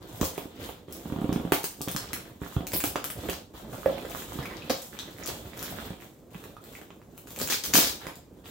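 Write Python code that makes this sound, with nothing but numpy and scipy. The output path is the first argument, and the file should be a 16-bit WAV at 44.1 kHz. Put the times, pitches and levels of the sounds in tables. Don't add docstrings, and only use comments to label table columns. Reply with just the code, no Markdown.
import sys
import numpy as np
from scipy import signal
from scipy.fft import rfft, irfft, next_fast_len
from scipy.io import wavfile
from scipy.ndimage import uniform_filter1d

SR = 44100
rng = np.random.default_rng(int(sys.argv[2]) if len(sys.argv) > 2 else 0)


def log_audio(samples):
    frames = np.atleast_2d(samples).T
    limited = np.clip(frames, -1, 1)
    pcm = np.round(limited * 32767).astype(np.int16)
    wavfile.write(sys.argv[1], SR, pcm)


N = 374850
TIME = np.arange(N) / SR
TOP_HZ = 15800


def undb(db):
    return 10 ** (np.asarray(db) / 20)


def unit(x):
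    return x / np.sqrt(np.mean(x ** 2) + 1e-18)


def along(points, hz, axis=1):
    points = np.array(points)
    return np.interp(np.log(hz + 1), np.log(points[:, 0]), points[:, axis])


def colour(x, points, tilt_db=0, size=2048):
    hz = np.fft.rfftfreq(size, 1 / SR)
    level_db = along(points, hz) + tilt_db * np.log2(1 + hz / 1000)
    cepstrum = irfft(np.log(undb(level_db)))
    cepstrum[size // 2:] = 0
    cepstrum[1:] *= 2
    response = irfft(np.exp(rfft(cepstrum)))
    response = response[None] / np.linalg.norm(response)
    return signal.fftconvolve(x, response, axes=1)[:, :x.shape[1]]


def add(out, s, x):
    i = max(int(s * SR), 0)
    out[:, i:i + x.shape[-1]] += x[..., :N - i]


def fade(t, t60):
    return np.exp(-np.log(1000) * t / max(t60, 1e-4))


def ports(x, likeness):
    c = np.clip(likeness, 0, 1)
    common = np.sqrt(1 + c) * x[0]
    opposed = np.sqrt(1 - c) * np.array([x[1], -x[1]])
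    return (common + opposed) / np.sqrt(2)


def uneven_sizes(shape, spread_db):
    return undb(spread_db * np.clip(rng.standard_normal(shape), -2, 2))


def grains(n, rate, spread_db, t60, likeness):
    hits = (rng.random(n) < rate / SR) * uneven_sizes(n, spread_db)
    power = signal.lfilter([1], [1, -fade(1 / SR, t60) ** 2], hits ** 2)
    return unit(np.sqrt(power) * ports(rng.standard_normal((2, n)), likeness))


def indoor_air(level_db=-55.5):
    # frequency_hz, level_db
    air_spectrum = [(25, -3), (80, 0), (277, 1), (516, -8), (818, -34), (911, -20.5), (1290, -27.5),
                    (7510, -33), (16000, -55)]
    noise = ports(rng.standard_normal((2, N)), 0.86)
    return undb(level_db) * colour(noise, air_spectrum)


def strokes(swell_share=0.23, release_t60=0.45):
    # start_s, length_s, panel_drag_db, paper_scrape_db, film_hiss_db
    stroke_rows = [(0, 0.072, -47.5, -58, -61), (0.046, 0.36, -44.5, -55, -50.5),
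                   (0.484, 0.11, -55, -57.5, -60), (0.574, 0.09, -39.5, -48, -50.5),
                   (0.856, 0.24, -46, -56, -54), (1.067, 0.45, -43.5, -57.5, -55),
                   (1.486, 0.45, -58, -64, -54), (1.836, 0.32, -46.5, -53, -56),
                   (2.06, 0.22, -45, -59, -58), (2.393, 0.16, -49.5, -52, -49),
                   (2.543, 0.37, -42.5, -65, -64), (2.924, 0.17, -46, -65, -60),
                   (3.144, 0.15, -38, -50, -49.5), (3.533, 0.038, -45, -51.5, -51),
                   (3.615, 0.14, -42.5, -64, -57), (3.69, 0.16, -44.5, -52.5, -52),
                   (3.845, 0.19, -40, -48.5, -50.5), (4.065, 0.16, -43.5, -47.5, -43.5),
                   (4.262, 0.11, -44, -49.5, -47), (4.348, 0.15, -42.5, -50, -59),
                   (4.45, 0.29, -44, -50.5, -56), (4.755, 0.083, -57, -55, -45),
                   (4.896, 0.21, -48, -53.5, -54), (5.15, 0.21, -43, -50.5, -48),
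                   (5.427, 0.14, -46, -54, -56), (5.565, 0.071, -40.5, -47, -45),
                   (5.645, 0.22, -42, -47.5, -49), (5.997, 0.041, -52, -58.5, -51.5),
                   (6.282, 0.2, -50.5, -59, -57), (6.594, 0.19, -50, -58.5, -54),
                   (7.09, 0.14, -54, -68.5, -61), (7.258, 0.11, -49.5, -58.5, -48),
                   (7.372, 0.065, -39, -58, -39), (7.602, 0.31, -44.5, -52.5, -47),
                   (7.984, 0.074, -48, -49.5, -55), (8.356, 0.027, -56.5, -70, -71),
                   (8.435, 0.065, -49, -52.5, -50.5)]
    # panel_drag_db, paper_scrape_db, film_hiss_db
    holding_db = (-53.5, -81.5, -70)
    power, t = np.zeros((3, N)), TIME[:SR]
    for s, length, *levels_db in stroke_rows:
        swell = np.minimum(t / (swell_share * length), 1)
        speed = swell * fade(np.maximum(t - length, 0), release_t60)
        add(power, s, np.outer(undb(levels_db), speed) ** 2)
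    return np.sqrt(power + undb(holding_db)[:, None] ** 2)


def waver(per_s):
    k = int(SR / per_s)
    held = np.repeat(rng.standard_normal(N // 100), k)[:N]
    return unit(uniform_filter1d(held, k))


def crackles(rate=6, spread_db=9.5, cycles=6, order=12):
    out, t = np.zeros((2, N)), TIME[:SR // 50]
    for hz in np.geomspace(700, 5000, order):
        hits = (rng.random(N) < rate / SR) * uneven_sizes((2, N), spread_db)
        tick = np.sin(2 * np.pi * hz * t) * fade(t, cycles / hz)
        out += signal.oaconvolve(hits, tick[None], axes=1)[:, :N]
    return unit(out)


def rubbing(uneven_db=0.5):
    # frequency_hz, level_db
    drag_spectrum = [(25, -14.5), (50, 1.5), (75, 0), (130, -2), (300, -1), (530, -5), (800, -14),
                     (1600, -28.5), (5000, -53)]
    # frequency_hz, level_db
    scrape_spectrum = [(300, -16), (800, -1.5), (1400, -1), (2400, -7.5), (3500, -2.5), (5000, -13.5),
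                       (9000, -32)]
    # frequency_hz, level_db
    hiss_spectrum = [(2500, -16), (5000, -8), (7300, -1.5), (9700, -8.5), (13000, -3.5), (16000, -3)]
    drag, scrape, hiss = strokes()
    pace = undb(uneven_db * waver(40))
    slips = grains(N, rate=300, spread_db=3.5, t60=0.068, likeness=1.0)
    fibres = grains(N, rate=760, spread_db=2.5, t60=0.0095, likeness=0.099)
    crinkle = grains(N, rate=660, spread_db=8.5, t60=0.0079, likeness=0.13)
    rumble = undb(-2.0) * drag * colour(slips, drag_spectrum)
    paper = 0.75 * colour(fibres, scrape_spectrum) + 0.85 * crackles()
    film = colour(crinkle, hiss_spectrum)
    return rumble + pace * (undb(-1.5) * scrape * paper + undb(-6.0) * hiss * film)


def peels(rise_s=0.00035, release_t60=0.011, fractures_per_s=350, fractures_at_db=-33):
    # start_s, length_s, relative level_db, brightness_db_per_octave
    peel_rows = [(0.21, 0.044, -34.5, 4.5), (0.927, 0.037, -49, 7.5), (1.519, 0.03, -32, 5.5),
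                 (1.631, 0.02, -36, 4), (2.733, 0.011, -31, -0.5), (3.305, 0.036, -41, 0),
                 (4.695, 0.017, -34.5, 0.5), (5.275, 0.03, -38, -4), (5.63, 0.029, -43, 2),
                 (7.405, 0.012, -32.5, -1), (7.497, 0.025, -31, 1.5), (7.522, 0.025, -28.5, 1.5),
                 (7.635, 0.018, -34.5, 4), (7.737, 0.038, -19, 4.5), (7.799, 0.099, -32, 1.5)]
    # frequency_hz, level_db
    film_spectrum = [(150, 4), (400, 12.5), (800, 0.5), (1500, 1.5), (2500, -0.5), (4000, 2.5),
                     (7000, -2.5), (9700, -10.5), (12500, -10), (16000, -6.5)]
    out, t = np.zeros((2, N)), TIME[:SR // 4]
    for s, length, db, tilt_db in peel_rows:
        pull = (1 - np.exp(-t / rise_s)) * fade(np.maximum(t - length, 0), release_t60)
        rate = fractures_per_s * undb(db - fractures_at_db)
        fractures = grains(len(t), rate=rate, spread_db=4.5, t60=0.003, likeness=0.3)
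        add(out, s, undb(db + 1.0) * colour(fractures * pull, film_spectrum, tilt_db))
    return out


def snaps(t60=0.0056, rise_s=0.00043, snap_db=-1, pan_db=0.5):
    # start_s, relative level_db, body_db (low and middle bands), top_db (treble)
    snap_rows = [(0.212, -15, -11, -9), (.378, -20, -0.5, -3), (0.64, -25.5, -9, -8), (.689, -30, 9, 10),
                 (0.9246, -23, -22, -3), (1.211, -30.5, -15, 3), (1.3286, -21, -11.5, -8),
                 (1.5207, -3, 8, 0), (1.5433, -14, -8, -2), (1.642, -10.5, -7, -2.5),
                 (1.8154, -15, -21, -4.5), (1.884, -15, -8.5, -5.5), (1.914, -17, -12, -3),
                 (1.9634, -11, -11, -10), (2.1321, -12.5, -7, -6.5), (2.669, -17.5, -6.5, -5),
                 (2.719, -20, -7, -7), (2.7333, -12.5, -4.5, 1.5), (2.739, -16, -7, 9),
                 (2.748, -14, -4, 14), (2.761, -18, -7, 2), (2.766, -8, -18, 17), (2.804, -13.5, -4, -3.5),
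                 (2.8393, -8.5, -2, -2), (2.856, -14.5, -20, -5), (2.8768, -14.5, -17, -3),
                 (2.958, -15.5, -2.5, -10.5), (3.042, -14, -8, -3), (3.102, -15.5, -5, -0.5),
                 (3.105, -27, -9, 2), (3.2866, -19.5, 5, -1), (3.298, -17, -7, -8), (3.78, -33, 8, -15),
                 (3.859, -21, 7, -3), (4.054, -30, -2, -3), (4.221, -24, 11, -18), (4.428, -26, -4, -12),
                 (4.456, -25.5, -5, -8), (4.699, -23, 7, -14), (4.707, -29, 2, -34), (4.819, -25, -24, -7),
                 (4.9894, -22.5, -8, -17), (5.08, -37, 5, -10), (5.236, -25.5, -33, -30),
                 (5.26, -17.5, -26, -9), (5.275, -15, -18, -9.5), (5.574, -27, -3, -5),
                 (5.592, -23.5, -14, -10), (5.627, -15, -10.5, -3), (5.704, -23.5, -9, 4),
                 (5.854, -33, 8, -14), (6.346, -29.5, 6, -15), (6.4394, -29.5, -1, -7),
                 (6.64, -31.5, -3, -2), (6.9047, -34, 4, -20), (7.178, -27, -8, 1), (7.272, -31, -1, -9),
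                 (7.306, -26.5, -8.5, -3), (7.362, -23, -4, -5), (7.389, -17.5, -13, -1),
                 (7.4, -14.5, -4, -7), (7.414, -14.5, -14, -6), (7.4292, -16, -15, -9),
                 (7.4745, -12.5, -8.5, -12), (7.488, -17, -10, -17), (7.503, -13.5, -12, -17),
                 (7.524, -11, -5, -4.5), (7.6408, -18, 1, -14), (7.662, -20, -7, 0), (7.7327, -21, -5, -3),
                 (7.737, -4.5, -12, -22), (7.7544, 0.5, -5, -13), (7.777, -3, -11, -1),
                 (7.79, -8.5, -10, -2), (8.068, -21, -1.5, -10), (8.156, -33.5, -15, -8)]
    out, t = np.zeros((2, N)), TIME[:SR // 5]
    side_db = np.array([[pan_db], [-pan_db]]) / 2
    for s, db, body_db, top_db in snap_rows:
        noise = ports(rng.standard_normal((2, len(t))), 0.79)
        crack = noise * fade(t, t60) * (1 - np.exp(-t / rise_s))
        body = [(300, body_db), (1200, body_db + 10.0), (2500, body_db + 8)]
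        treble = [(4000, -3.5), (7000, -1.5), (9700, top_db), (13000, top_db + 2.5)]
        add(out, s, colour(crack, body + treble) * undb(db + snap_db + side_db))
    return out


def knocks(push_s=0.0017, crunch_t60=0.026, rattle_db=-7, push_cycles=0.75, box_hz=260):
    # start_s, relative level_db, pitch_hz, ring_cycles, relative crunch_db
    knock_rows = [(0.214, -12, 273, 3.9, -4), (.220, -24, 81, 6.6, -7), (.229, -21, 480, 8.6, 4),
                  (0.379, -24, 333, 3.1, 3), (.455, -30.5, 264, 5.3, -5), (0.69, -30, 200, 1, 5),
                  (.883, -28.5, 364, 2.9, -6), (1.521, -11.5, 360, 7, 6.5), (1.5209, -14, 1030, 3.5, -9),
                  (1.640, -25, 362, 4.4, -31), (1.808, -25, 295, 5, -0.5), (1.876, -20, 290, 3.2, -1.5),
                  (1.948, -24, 193, 4, -1.5), (2.133, -32, 305, 4.9, -9), (2.417, -21, 208, 1.8, -10),
                  (2.565, -17, 140, 4.3, -5), (2.607, -20, 270, 2.4, -17), (2.736, -19.5, 406, 3.6, -6.5),
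                  (2.749, -28.5, 300, 11, -3), (2.839, -22, 346, 3.2, 7.5), (2.957, -18, 1200, 7.2, 0.5),
                  (2.957, -18, 540, 7.7, -13), (3.289, -18, 302, 1.7, 1), (3.860, -11.5, 540, 13, -10),
                  (3.897, -27.5, 534, 14, 2), (3.927, -31, 530, 15, -4), (4.05, -25.5, 483, 7.2, -13),
                  (4.356, -28.5, 259, 4.2, -28), (4.388, -26, 143, 4, 3.5), (4.701, -19.5, 538, 12, -3),
                  (4.705, -23, 290, 6.9, 7.5), (5.905, -23, 146, 1.3, -7), (6.351, -36.5, 168, 7.8, 4.5),
                  (6.815, -37, 650, 2.5, 2), (6.904, -33, 352, 2.7, -1), (7.745, -21, 268, 6.8, 4),
                  (7.768, -21.5, 234, 3.6, 10), (7.785, -20.5, 271, 7.5, 10), (8.068, -26, 297, 1.6, -1)]
    # frequency_hz, level_db
    crunch_spectrum = [(80, -31.5), (300, 14.5), (700, 9), (1200, 5), (1800, -10.5), (3500, -2.5),
                       (9000, -65)]
    # frequency_hz, t60_s, relative level_db
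    box_modes = [(80.3, 0.19, -31.5), (178, 0.15, -13.5), (233, 0.26, -28), (290, 0.23, -15.5),
                 (391, 0.16, -17), (522, 0.29, -25), (686, 0.3, -27), (757, 0.41, -28.5),
                 (931, 0.14, -29.5), (1100, 0.1, -32), (1370, 0.083, -34)]
    out, t = np.zeros((2, N)), TIME[:SR // 4]
    box = sum(undb(db) * fade(t, t60) * np.sin(2 * np.pi * hz * t) for hz, t60, db in box_modes)
    for s, db, hz, cycles, crunch_db in knock_rows + judder():
        onset = 1 - np.exp(-t / min(push_s, push_cycles / hz))
        swing = 2.67 * np.sin(2 * np.pi * hz * t) * fade(t, cycles / hz) * onset
        noise = ports(rng.standard_normal((2, len(t))), 0.58)
        crunch = undb(crunch_db + rattle_db) * colour(noise * fade(t, crunch_t60), crunch_spectrum)
        ringing = 0.77 * min(box_hz / hz, 1) * box
        add(out, s, undb(db) * (swing + crunch + ringing))
    return out


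def judder(slip_hz=243, cycles=4.3, crunch_db=-8.5):
    # start_s, relative level_db
    slip_rows = [(1.057, -27.5), (1.1, -31), (1.123, -20.5), (1.162, -23.5), (1.187, -22.5), (1.216, -21),
                 (1.243, -18), (1.292, -15.5), (1.325, -17), (1.36, -16), (1.399, -23), (1.451, -20),
                 (1.475, -33)]
    # nominal wait_s, relative level_db, nominal pitch_hz
    rebound = (0.013, -10, 500)
    # relative level_db, nominal pitch_hz, ring_cycles
    slip_tick = (-28.5, 870, 3.34)
    wait_s, rebound_db, rebound_hz = rebound
    tick_db, tick_hz, tick_cycles = slip_tick
    scatter = rng.uniform(0.7, 1.3, (len(slip_rows), 3))
    rows = []
    for (s, db), (late, sharp, bright) in zip(slip_rows, scatter):
        rows += [(s, db, slip_hz, cycles, crunch_db),
                 (s, tick_db, tick_hz * bright, tick_cycles, crunch_db),
                 (s + wait_s * late, db + rebound_db, rebound_hz * sharp, cycles, crunch_db)]
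    return rows


def scuffs(attack_s=0.0038, release_t60=0.043):
    # start_s, length_s, relative level_db, pitch_hz
    scuff_rows = [(3.721, 0.036, -43.5, 1520), (4.393, 0.049, -50.5, 1720), (4.498, 0.05, -48.5, 1980),
                  (8.01, 0.088, -50.5, 1820)]
    # multiple_of_pitch, level_db
    flute_resonance = [(.2, -23), (.5, -0.5), (.7, -14), (1, -6), (1.3, -22.5), (4, -34)]
    out, t = np.zeros((2, N)), TIME[:SR // 4]
    for s, length, db, hz in scuff_rows:
        press = np.minimum(t / attack_s, 1) * fade(np.maximum(t - length, 0), release_t60)
        catches = grains(len(t), rate=220, spread_db=1.0, t60=0.0082, likeness=0.84)
        spectrum = [(k * hz, gain_db) for k, gain_db in flute_resonance]
        add(out, s, undb(db) * colour(catches * press, spectrum))
    return out


def pings(width_hz=170, sag=0.071, sag_s=0.06):
    # start_s, level_db, initial pitch_hz, t60_s
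    ping_rows = [(4.054, -35, 1710, .012), (4.457, -26.5, 2080, 0.0085), (4.622, -33, 2620, 0.012),
                 (4.990, -23, 3430, .005), (4.996, -27, 4000, 0.0067), (6.567, -34, 1100, 0.017),
                 (6.752, -35, 2120, 0.017), (6.765, -64, 2230, 0.2), (6.815, -35, 1510, 0.005),
                 (7.017, -39, 1240, 0.0041)]
    out, t = np.zeros((2, N)), TIME[:SR // 5]
    slack = t - sag * (t - sag_s * (1 - np.exp(-t / sag_s)))
    for s, db, hz, t60 in ping_rows:
        flutter = np.cumsum(rng.standard_normal(len(t))) * np.sqrt(2 * np.pi * width_hz / SR)
        add(out, s, undb(db) * np.sin(2 * np.pi * hz * slack + flutter) * fade(t, t60))
    return out


def echoes(gap_s=0.002, build_s=0.001, order=16):
    # frequency_hz, t60_s, level_db against the direct sound, left_right_likeness (0-1)
    room_bands = [(108, 0.09, -3, 1), (302, 0.21, -10, 0.92), (670, 0.43, -2, 0.35),
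                  (1440, 0.26, 0.5, 0.07), (3530, 0.34, 4.5, 0.35), (8900, 0.31, 5, 0), (15200, 0.24, 8, 0)]
    t = TIME[:SR * 2 // 3]
    octave = np.log2(np.fft.rfftfreq(len(t), 1 / SR) + 1)
    centres = np.geomspace(60, TOP_HZ, order)
    noise = rfft(rng.standard_normal((2, len(t))))
    build = 1 - np.exp(-np.maximum(t - gap_s, 0) / build_s)
    tail = 0
    for hz, own in zip(centres, np.eye(order)):
        t60, wet_db, likeness = (along(room_bands, hz, axis=k + 1) for k in range(3))
        band = irfft(noise * np.interp(octave, np.log2(centres), own), len(t))
        shape = fade(t, t60) * build
        tail = tail + undb(wet_db) * ports(band, likeness) * shape / np.linalg.norm(shape)
    return tail


def room(x, wall_s=0.006, wall_db=-7, shifts_per_s=7):
    # frequency_hz, left_minus_right_db
    lean_bands = [(60, -1), (300, -5.5), (700, -4.5), (2000, -6.5), (6000, 8), (14000, 6.5)]
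    size = next_fast_len(N + SR)
    lean_db = along(lean_bands, np.fft.rfftfreq(size, 1 / SR))
    heard = rfft(x, size) * undb(np.array([lean_db, -lean_db]) / 2)
    turn = 2 * np.pi * shifts_per_s * TIME
    for share in (np.cos(turn), np.sin(turn)):
        heard += rfft(x * share, size) * rfft(echoes(), size)
    out = irfft(heard, size)[:, :N]
    add(out, wall_s, undb(wall_db) * np.diff(x))
    return out


def scene():
    panels_and_glue = room(knocks() + peels())
    film_and_hands = room(snaps() + pings() + rubbing() + scuffs())
    return panels_and_glue + film_and_hands + indoor_air()


def record(dry):
    high_pass = signal.butter(2, 47, "high", fs=SR, output="sos")
    low_pass = signal.ellip(10, 0.2, 70, TOP_HZ, fs=SR, output="sos")
    dry = signal.sosfilt(high_pass, dry)
    dry = 0.85 * np.tanh(dry / 0.85)
    return signal.sosfilt(low_pass, dry)


dry = scene()
out = record(dry)
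log_audio(out)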